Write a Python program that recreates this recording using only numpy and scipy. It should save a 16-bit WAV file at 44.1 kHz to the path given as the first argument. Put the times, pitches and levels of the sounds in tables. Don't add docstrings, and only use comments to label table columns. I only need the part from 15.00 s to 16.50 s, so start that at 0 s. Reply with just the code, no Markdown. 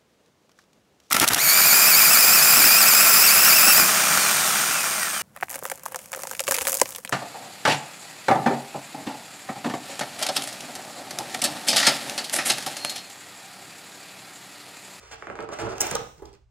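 import sys
import numpy as np
from scipy import signal
from scipy.fft import rfft, irfft
from scipy.io import wavfile
from scipy.ndimage import uniform_filter1d

SR = 44100
rng = np.random.default_rng(int(sys.argv[2]) if len(sys.argv) > 2 else 0)


def transcribe(u):
    v = np.clip(np.atleast_2d(u).T, -1, 1)
    q = np.round(v * 32767).astype(np.int16)
    wavfile.write(sys.argv[1], SR, q)


N = 66150
BAND_LIMIT_HZ = 16100

# start in seconds, zip level in dB, crack level in dB.
NECK_SNAPS = [(.779, -26.5, -29), (.7822, -16, -14.5), (.8052, -7, -16.5), (.8068, -4, -16.5),
              (.8074, 3.5, -13.5), (.8087, -2, -13), (.8099, 0.5, -14.5), (.8158, 3.5, -11),
              (.8177, -4.5, -17.5), (.8255, -9, -16), (.8685, -7, -20), (.9107, -28.5, -13),
              (.9137, -3, -7), (.9515, -18, -10), (.9537, 1, 0.5), (.9552, -14.5, -14.5)]
# frequency in Hz, relative level in dB.
ZIP_COLOUR = [(100, -7), (1000, -8), (3500, -25.5), (5600, 6), (6800, 7), (8500, 7), (11000, -7.5),
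              (15500, 2)]
CRACK_COLOUR = [(100, -1), (1000, 5.5), (2200, -2.5), (3200, -1.5), (5300, 5), (6500, 14.5), (9500, -3.5),
                (13000, -32), (16000, -12)]
def snaps(trail_db=-17, trail_decay_s=.00091, spread_s=.00054):
    out = np.zeros(N)
    for k, colour in enumerate([ZIP_COLOUR, CRACK_COLOUR]):
        releases = [(start, levels_db[k]) for start, *levels_db in NECK_SNAPS]
        trail = amp(trail_db) * puffs(releases, trail_decay_s)
        out += coloured(clicks(releases) + trail, colour)
    return shaped(out, lambda hz: np.exp(1j * np.pi * spread_s * hz * (hz / BAND_LIMIT_HZ - 1)))


# start in seconds, length in seconds, level in dB.
NECK_DRAGS = [(0.802, .036, -20), (0.843, .04, -23.5), (0.903, .012, -26)]
# frequency in Hz, relative level in dB.
DRAG_COLOUR = [(300, -12), (2500, 1.5), (4500, -8), (7000, -5.5), (9500, -2.5), (11500, -7), (15000, 2)]
def drags():
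    t = np.arange(N) / SR
    force = sum(amp(db) * ((t > start) & (t < start + length)) for start, length, db in NECK_DRAGS)
    return coloured(force * slips(per_s=1800, spread_db=3, max_db=6), DRAG_COLOUR)


# start in seconds, level in dB, mean pitch in Hz.
FINGER_TICKS = [(0.204, -47, 1250), (.2240, -24, 1480), (0.2707, -23.5, 1483), (0.3, -24, 1484),
                (0.316, -34.5, 1180), (0.3544, -28.5, 1550), (0.3897, -22.5, 1367), (0.405, -30, 1368),
                (0.427, -48, 2570), (0.4896, -30, 1270), (0.591, -27, 1080), (0.6036, -35.5, 897),
                (.630, -32.5, 1030), (0.67, -25.5, 983), (0.7123, -30.5, 900), (0.9138, -26, 1683),
                (.9235, -36.5, 1140), (0.9586, -23, 1417), (0.967, -25, 1520)]
# frequency in Hz, relative level in dB.
CLICK_COLOUR = [(60, -16.5), (250, 19.5), (600, 3.5), (2300, -17), (3400, -1.5), (7000, 1), (15000, -35)]
HOLLOW_COLOUR = [(60, -18), (150, -14), (300, 0), (500, 4.5), (750, -0.5), (1400, -9), (2400, -9),
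                 (4000, -42)]
def ticks(rise_s=.00026, sag_s=.0018, sag_to=.33, grit_db=-43.5, click_db=-6.5, hollow_db=-15.5):
    t, out = np.arange(SR // 50) / SR, np.zeros(N)
    envelope = swell(t, rise_s, end_s=rise_s, fall_s=.001)
    sag = sag_to + (1 - sag_to) * np.exp(-t / sag_s)
    sag /= np.average(sag, weights=envelope ** 2)
    for start, db, hz in FINGER_TICKS:
        skin = np.sin(2 * np.pi * np.cumsum(hz * sag) / SR)
        grit = amp(grit_db) * rng.standard_normal(len(t))
        add(out, start, amp(db) * envelope * (skin + grit))
    onsets = [(start, db) for start, db, _ in FINGER_TICKS]
    click = amp(click_db) * coloured(clicks(onsets), CLICK_COLOUR)
    hollow = amp(hollow_db) * coloured(puffs(onsets, decay_s=.014), HOLLOW_COLOUR)
    return out + click + hollow


# start and length in seconds, then body, hiss and push levels in dB.
FINGER_RUBS = [(0, 0.16, -62.5, -54, -102), (0.026, 0.011, -56, -56.5, -92),
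               (0.1105, 0.03, -48, -42.5, -60), (0.177, 0.099, -65, -58.5, -59.5),
               (0.284, 0.053, -49, -59.5, -50.5), (0.355, 0.037, -49, -58.5, -54),
               (0.392, 0.053, -42, -56.5, -46.5), (0.484, 0.045, -43.5, -59.5, -49.5),
               (0.516, 0.013, -41, -44.5, -56), (0.53, 0.01, -42.5, -38, -60.5),
               (0.555, 0.032, -51, -50, -52), (0.585, 0.035, -37.5, -38.5, -50),
               (0.612, 0.054, -38.5, -46.5, -40.5), (0.665, 0.019, -37, -54, -35.5),
               (0.686, 0.05, -41, -45, -59), (0.75, 0.14, -46, -48.5, -71), (0.813, 0.039, -38, -38, -42.5),
               (0.836, 0.029, -49.5, -42.5, -48.5), (0.883, 0.016, -42, -41, -55.5),
               (0.913, 0.026, -38, -38.5, -38.5), (0.943, .016, -40.5, -41, -41.5),
               (0.992, 0.026, -48, -52.5, -51), (1.176, 0.022, -69, -64, -54.5),
               (1.252, 0.0041, -54.5, -59.5, -53.5), (1.267, 0.031, -76, -62, -60),
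               (1.329, 0.023, -66, -63, -63)]
# frequency in Hz, relative level in dB.
BODY_COLOUR = [(80, -23), (250, -4), (420, 3.5), (700, 4), (1000, 0.5), (1400, 0), (2100, -17),
               (3200, -19.5), (6000, -48.5)]
HISS_COLOUR = [(300, -37.5), (1200, 9), (2600, 4.5), (4000, -2), (5600, 3.5), (7000, 0.5), (9000, 0),
               (11000, -41.5), (15000, -4)]
PUSH_COLOUR = [(20, -40), (45, -5), (115, 8.5), (170, 1.5), (230, 1), (310, -3), (700, -26), (2000, -61.5)]
def rubs():
    t, power = np.arange(N) / SR, np.zeros((3, N))
    for start, length, *levels_db in FINGER_RUBS:
        stroke = swell(t - start, rise_s=.0032, end_s=length, fall_s=.0062)
        power += (amp(levels_db)[:, None] * stroke) ** 2
    body, hiss, push = np.sqrt(power)
    fine_friction = unit_rms(steady_slips() + rng.standard_normal(N))
    return (coloured(body * steady_slips(), BODY_COLOUR)
            + coloured(hiss * fine_friction, HISS_COLOUR)
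            + coloured(push * steady_slips(), PUSH_COLOUR))


# start and length in seconds, pitch in Hz, level in dB.
SKIN_GROANS = [(.42, .03, 453, -41), (.516, 0.038, 699, -40), (.52, 0.011, 1353, -40),
               (0.586, 0.016, 641.6, -32.5), (0.611, 0.049, 355, -41.5), (0.67, 0.041, 370, -37.5),
               (0.707, .03, 724, -36.5), (.813, 0.038, 360.6, -39.5), (.82, .03, 691.4, -34.5),
               (.85, 0.028, 833, -38.5), (.862, 0.017, 452, -44.5), (.919, 0.015, 513, -33.5),
               (.938, 0.019, 467.3, -30.5), (.951, 0.019, 1174, -29.5)]
def groans(glide_per_s=1.84, waver_depth=.07, flutter_depth=.4):
    t, out = np.arange(SR // 10) / SR, np.zeros(N)
    for start, length, hz, db in SKIN_GROANS:
        waver, flutter = unit_rms(uniform_filter1d(rng.standard_normal((2, len(t))), size=200))
        pitch = hz * (1 + glide_per_s * (t - length / 2) + waver_depth * waver)
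        envelope = swell(t, rise_s=.008, end_s=length, fall_s=.0043)
        note = np.sin(2 * np.pi * (np.cumsum(pitch) / SR + rng.random()))
        add(out, start, amp(db) * envelope * (1 + flutter_depth * flutter) * note)
    return out


# untuned frequency in Hz, gain in dB, 60 dB decay in seconds.
HELD_MODES = [(387.4, -45.5, .08), (451, -49.5, 0.099), (478, -59, .07), (643, -50, 0.18),
              (721.5, -54.5, 0.19), (842, -51.5, 0.066), (1164, -67.5, 0.24), (1415, -51, 0.078),
              (1890, -74.5, 0.13)]
# time in seconds, pitch ratio.
GRIP_TUNING = [(.2, 1.01), (.47, 0.89), (.6, 0.97), (.72, 1.01), (.82, .96), (.95, 1.14), (1.1, 1.05)]
def held_ring(touch):
    tuning = np.interp(np.arange(N) / SR, *np.transpose(GRIP_TUNING))
    tuned_time = np.cumsum(tuning) / SR
    out = np.zeros(N)
    for hz, db, t60 in HELD_MODES:
        phasor = np.exp(2j * np.pi * hz * tuned_time)
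        mode = phasor * decaying(touch / phasor, t60 / np.log(1000))
        out += amp(db) * mode.real
    return out


# start in seconds, level in dB.
HAND_BUMPS = [(1.193, -45.5), (1.2215, -34), (1.2465, -46), (1.267, -44)]
# frequency in Hz, relative level in dB, 60 dB decay in seconds.
FREE_MODES = [(64, -9, .18), (345, -12, .08), (398, 1.5, .105), (576, -18, .08), (854, -9, .12),
              (974, -19, .11)]
# frequency in Hz, relative level in dB.
PAT_COLOUR = [(100, -8), (400, 10.5), (1000, 3), (1900, -10), (3000, -20), (8000, -19), (15000, -18.5)]
def bumps(rise_s=.006, pat_db=-8):
    t = np.arange(SR // 2) / SR
    ring = sum(amp(db) * np.exp(-np.log(1000) * t / t60) * np.sin(2 * np.pi * hz * t)
               for hz, db, t60 in FREE_MODES)
    ring *= np.minimum(t / rise_s, 1)
    pats = amp(pat_db) * coloured(puffs(HAND_BUMPS, decay_s=.012), PAT_COLOUR)
    return signal.fftconvolve(clicks(HAND_BUMPS), ring)[:N] + pats


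# start in seconds, level in dB.
DRY_CRACKLES = [(.1215, -24), (.3555, -29), (.4055, -25), (.4255, -27.5), (.4895, -26.5), (1.182, -35.5),
                (1.2545, -25.5), (1.257, -29.5), (1.33, -33.5), (1.339, -37.5), (1.351, -39.5)]
# frequency in Hz, relative level in dB.
CRACKLE_COLOUR = [(500, -2.5), (2500, -8), (4500, 3), (8000, -0.5), (11000, -16), (15000, -9.5)]
def crackles(decay_s=.0013):
    to_unit_energy = np.sqrt(2 / (decay_s * SR))
    return coloured(puffs(DRY_CRACKLES, decay_s) * to_unit_energy, CRACKLE_COLOUR)


# delay in seconds, gain in dB.
NEAR_ECHOES = [(.0047, -15.5), (.0071, -25.5), (.0113, -34), (.0139, -15)]
# frequency in Hz, further gain in dB.
ECHO_COLOUR = [(100, -5), (1500, -16.5), (4000, -4.5), (15000, 0)]
def echoes(sound):
    reflections = signal.fftconvolve(sound, clicks(NEAR_ECHOES))[:N]
    return shaped(reflections, lambda hz: amp(curve_at(ECHO_COLOUR, hz)))


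# frequency in Hz, 60 dB decay in seconds.
ROOM_T60 = [(120, 0.64), (400, 0.41), (1100, 0.39), (3000, 0.43), (7000, 0.57), (15000, 0.83)]
# frequency in Hz, gain in dB.
ROOM_GAIN = [(100, -6.5), (200, -2.5), (330, -1.5), (480, -5.5), (800, 4), (1300, -2), (3000, 1.5),
             (6000, -9), (8000, -13.5), (10000, -22.5), (15000, -19.5)]
# frequency in Hz, left-right correlation.
ROOM_LIKENESS = [(50, 0.7), (200, 0.75), (500, 0.15), (1200, 0), (4000, 0)]
def room(sound, onset_s=.0033):
    hz, t, (left, other) = signal.stft(rng.standard_normal((2, SR)), SR, nperseg=256)
    likeness = curve_at(ROOM_LIKENESS, hz)[:, None]
    right = likeness * left + np.sqrt(1 - likeness ** 2) * other
    decay_per_s = np.log(1000) / curve_at(ROOM_T60, hz)[:, None]
    gain = np.sqrt(2 * decay_per_s / SR) * amp(curve_at(ROOM_GAIN, hz))[:, None]
    bands = np.array([left, right]) * gain * np.exp(-decay_per_s * t)
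    tail = signal.istft(bands, SR, nperseg=256)[1]
    tail *= np.minimum(np.arange(tail.shape[1]) / SR / onset_s, 1)
    return signal.fftconvolve(sound[None], tail, axes=1)[:, :N]


# frequency in Hz, rms level in dB.
HUM_PARTIALS = [(59.2, -64), (118.4, -66)]
def mains_hum():
    t = np.arange(N) / SR
    return sum(np.sqrt(2) * amp(db) * np.sin(2 * np.pi * (hz * t + rng.random()))
               for hz, db in HUM_PARTIALS)


# frequency in Hz, relative level in dB.
RUMBLE_COLOUR = [(20, -6), (70, 16), (200, -33), (450, -11), (1000, -15), (8000, -27.5), (16000, -65.5)]
def rumble(level_db=-61):
    shared, left, right = (coloured(rng.standard_normal(N), RUMBLE_COLOUR) for _ in range(3))
    return amp(level_db) * unit_rms(shared + .5 * np.array([left, right]))


def slips(per_s, spread_db, max_db):
    size = amp(np.minimum(spread_db * rng.exponential(1, N), max_db))
    return size * rng.choice([-1, 1], N) * (rng.random(N) < per_s / SR)


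def steady_slips():
    train = slips(per_s=2200, spread_db=2, max_db=6)
    local_power = abs(uniform_filter1d(train ** 2, size=700))
    return unit_rms(train / np.sqrt(local_power + 1e-6))


def clicks(rows):
    out = np.zeros(N)
    for start, db in rows:
        out[round(start * SR)] += amp(db)
    return out


def puffs(rows, decay_s):
    return decaying(clicks(rows), decay_s) * rng.standard_normal(N)


def decaying(x, decay_s):
    return signal.lfilter([1], [1, -np.exp(-1 / (decay_s * SR))], x)


def swell(t, rise_s, end_s, fall_s):
    return np.clip(t / rise_s, 0, 1) * np.exp(-np.maximum(t - end_s, 0) / fall_s)


def coloured(x, colour, size=4096):
    hz = abs(np.fft.fftfreq(size, 1 / SR))
    log_gain = np.log(amp(curve_at(colour, hz)))
    spectrum = np.exp(signal.hilbert(log_gain).conj())
    taps = np.fft.ifft(spectrum).real[:size // 2]
    return signal.fftconvolve(x, taps / np.linalg.norm(taps))[:N]


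def shaped(x, gain):
    return irfft(rfft(x, 2 * N) * gain(np.fft.rfftfreq(2 * N, 1 / SR)))[..., :N]


def curve_at(points, hz):
    point_hz, values = np.transpose(points)
    return np.interp(np.log(hz + 1), np.log(point_hz + 1), values)


def amp(db):
    return 10 ** (np.asarray(db) / 20)


def unit_rms(x):
    return x / np.sqrt(np.mean(x ** 2) + 1e-20)


def add(mix, start_s, sound):
    part = mix[round(start_s * SR):][:len(sound)]
    part += sound[:len(part)]


# frequency in Hz, left's lead in radians.
PORT_PHASE = [(30, 1), (400, 0.81), (1500, 0.6), (3000, -1.5), (4500, -1.5), (7000, -5), (8500, -4),
              (10500, -4), (12500, -2), (15500, -3)]
# frequency in Hz, left minus right in dB.
PORT_BALANCE = [(60, -2.5), (150, -3), (400, -5), (1200, -2.5), (2500, -2), (6000, -3), (15000, 2.5)]
def scene():
    touch = ticks() + rubs() + snaps() + drags() + crackles()
    balloon = touch + held_ring(touch) + groans() + bumps()
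    sides = np.array([[.5], [-.5]])
    near = shaped(balloon + echoes(balloon), lambda hz: np.exp(1j * sides * curve_at(PORT_PHASE, hz)))
    mix = near + room(balloon) + mains_hum() + rumble()
    return shaped(mix, lambda hz: amp(sides * curve_at(PORT_BALANCE, hz)))


def record(dry, split_hz=200, threshold_db=-58, slope=.87, max_cut_db=12.5):
    upper = signal.sosfiltfilt(signal.butter(2, split_hz, "high", fs=SR, output="sos"), dry)
    power = abs(uniform_filter1d((upper ** 2).mean(0), size=1500))
    level_db = 10 * np.log10(power + 1e-14)
    cut_db = np.clip((threshold_db - level_db) * slope, 0, max_cut_db)
    expanded = dry - upper + upper * amp(-cut_db)
    lowpass = signal.firwin(255, BAND_LIMIT_HZ, window=("kaiser", 9), fs=SR)
    return signal.oaconvolve(expanded, lowpass[None], "same")


dry = scene()
out = record(dry)
transcribe(out)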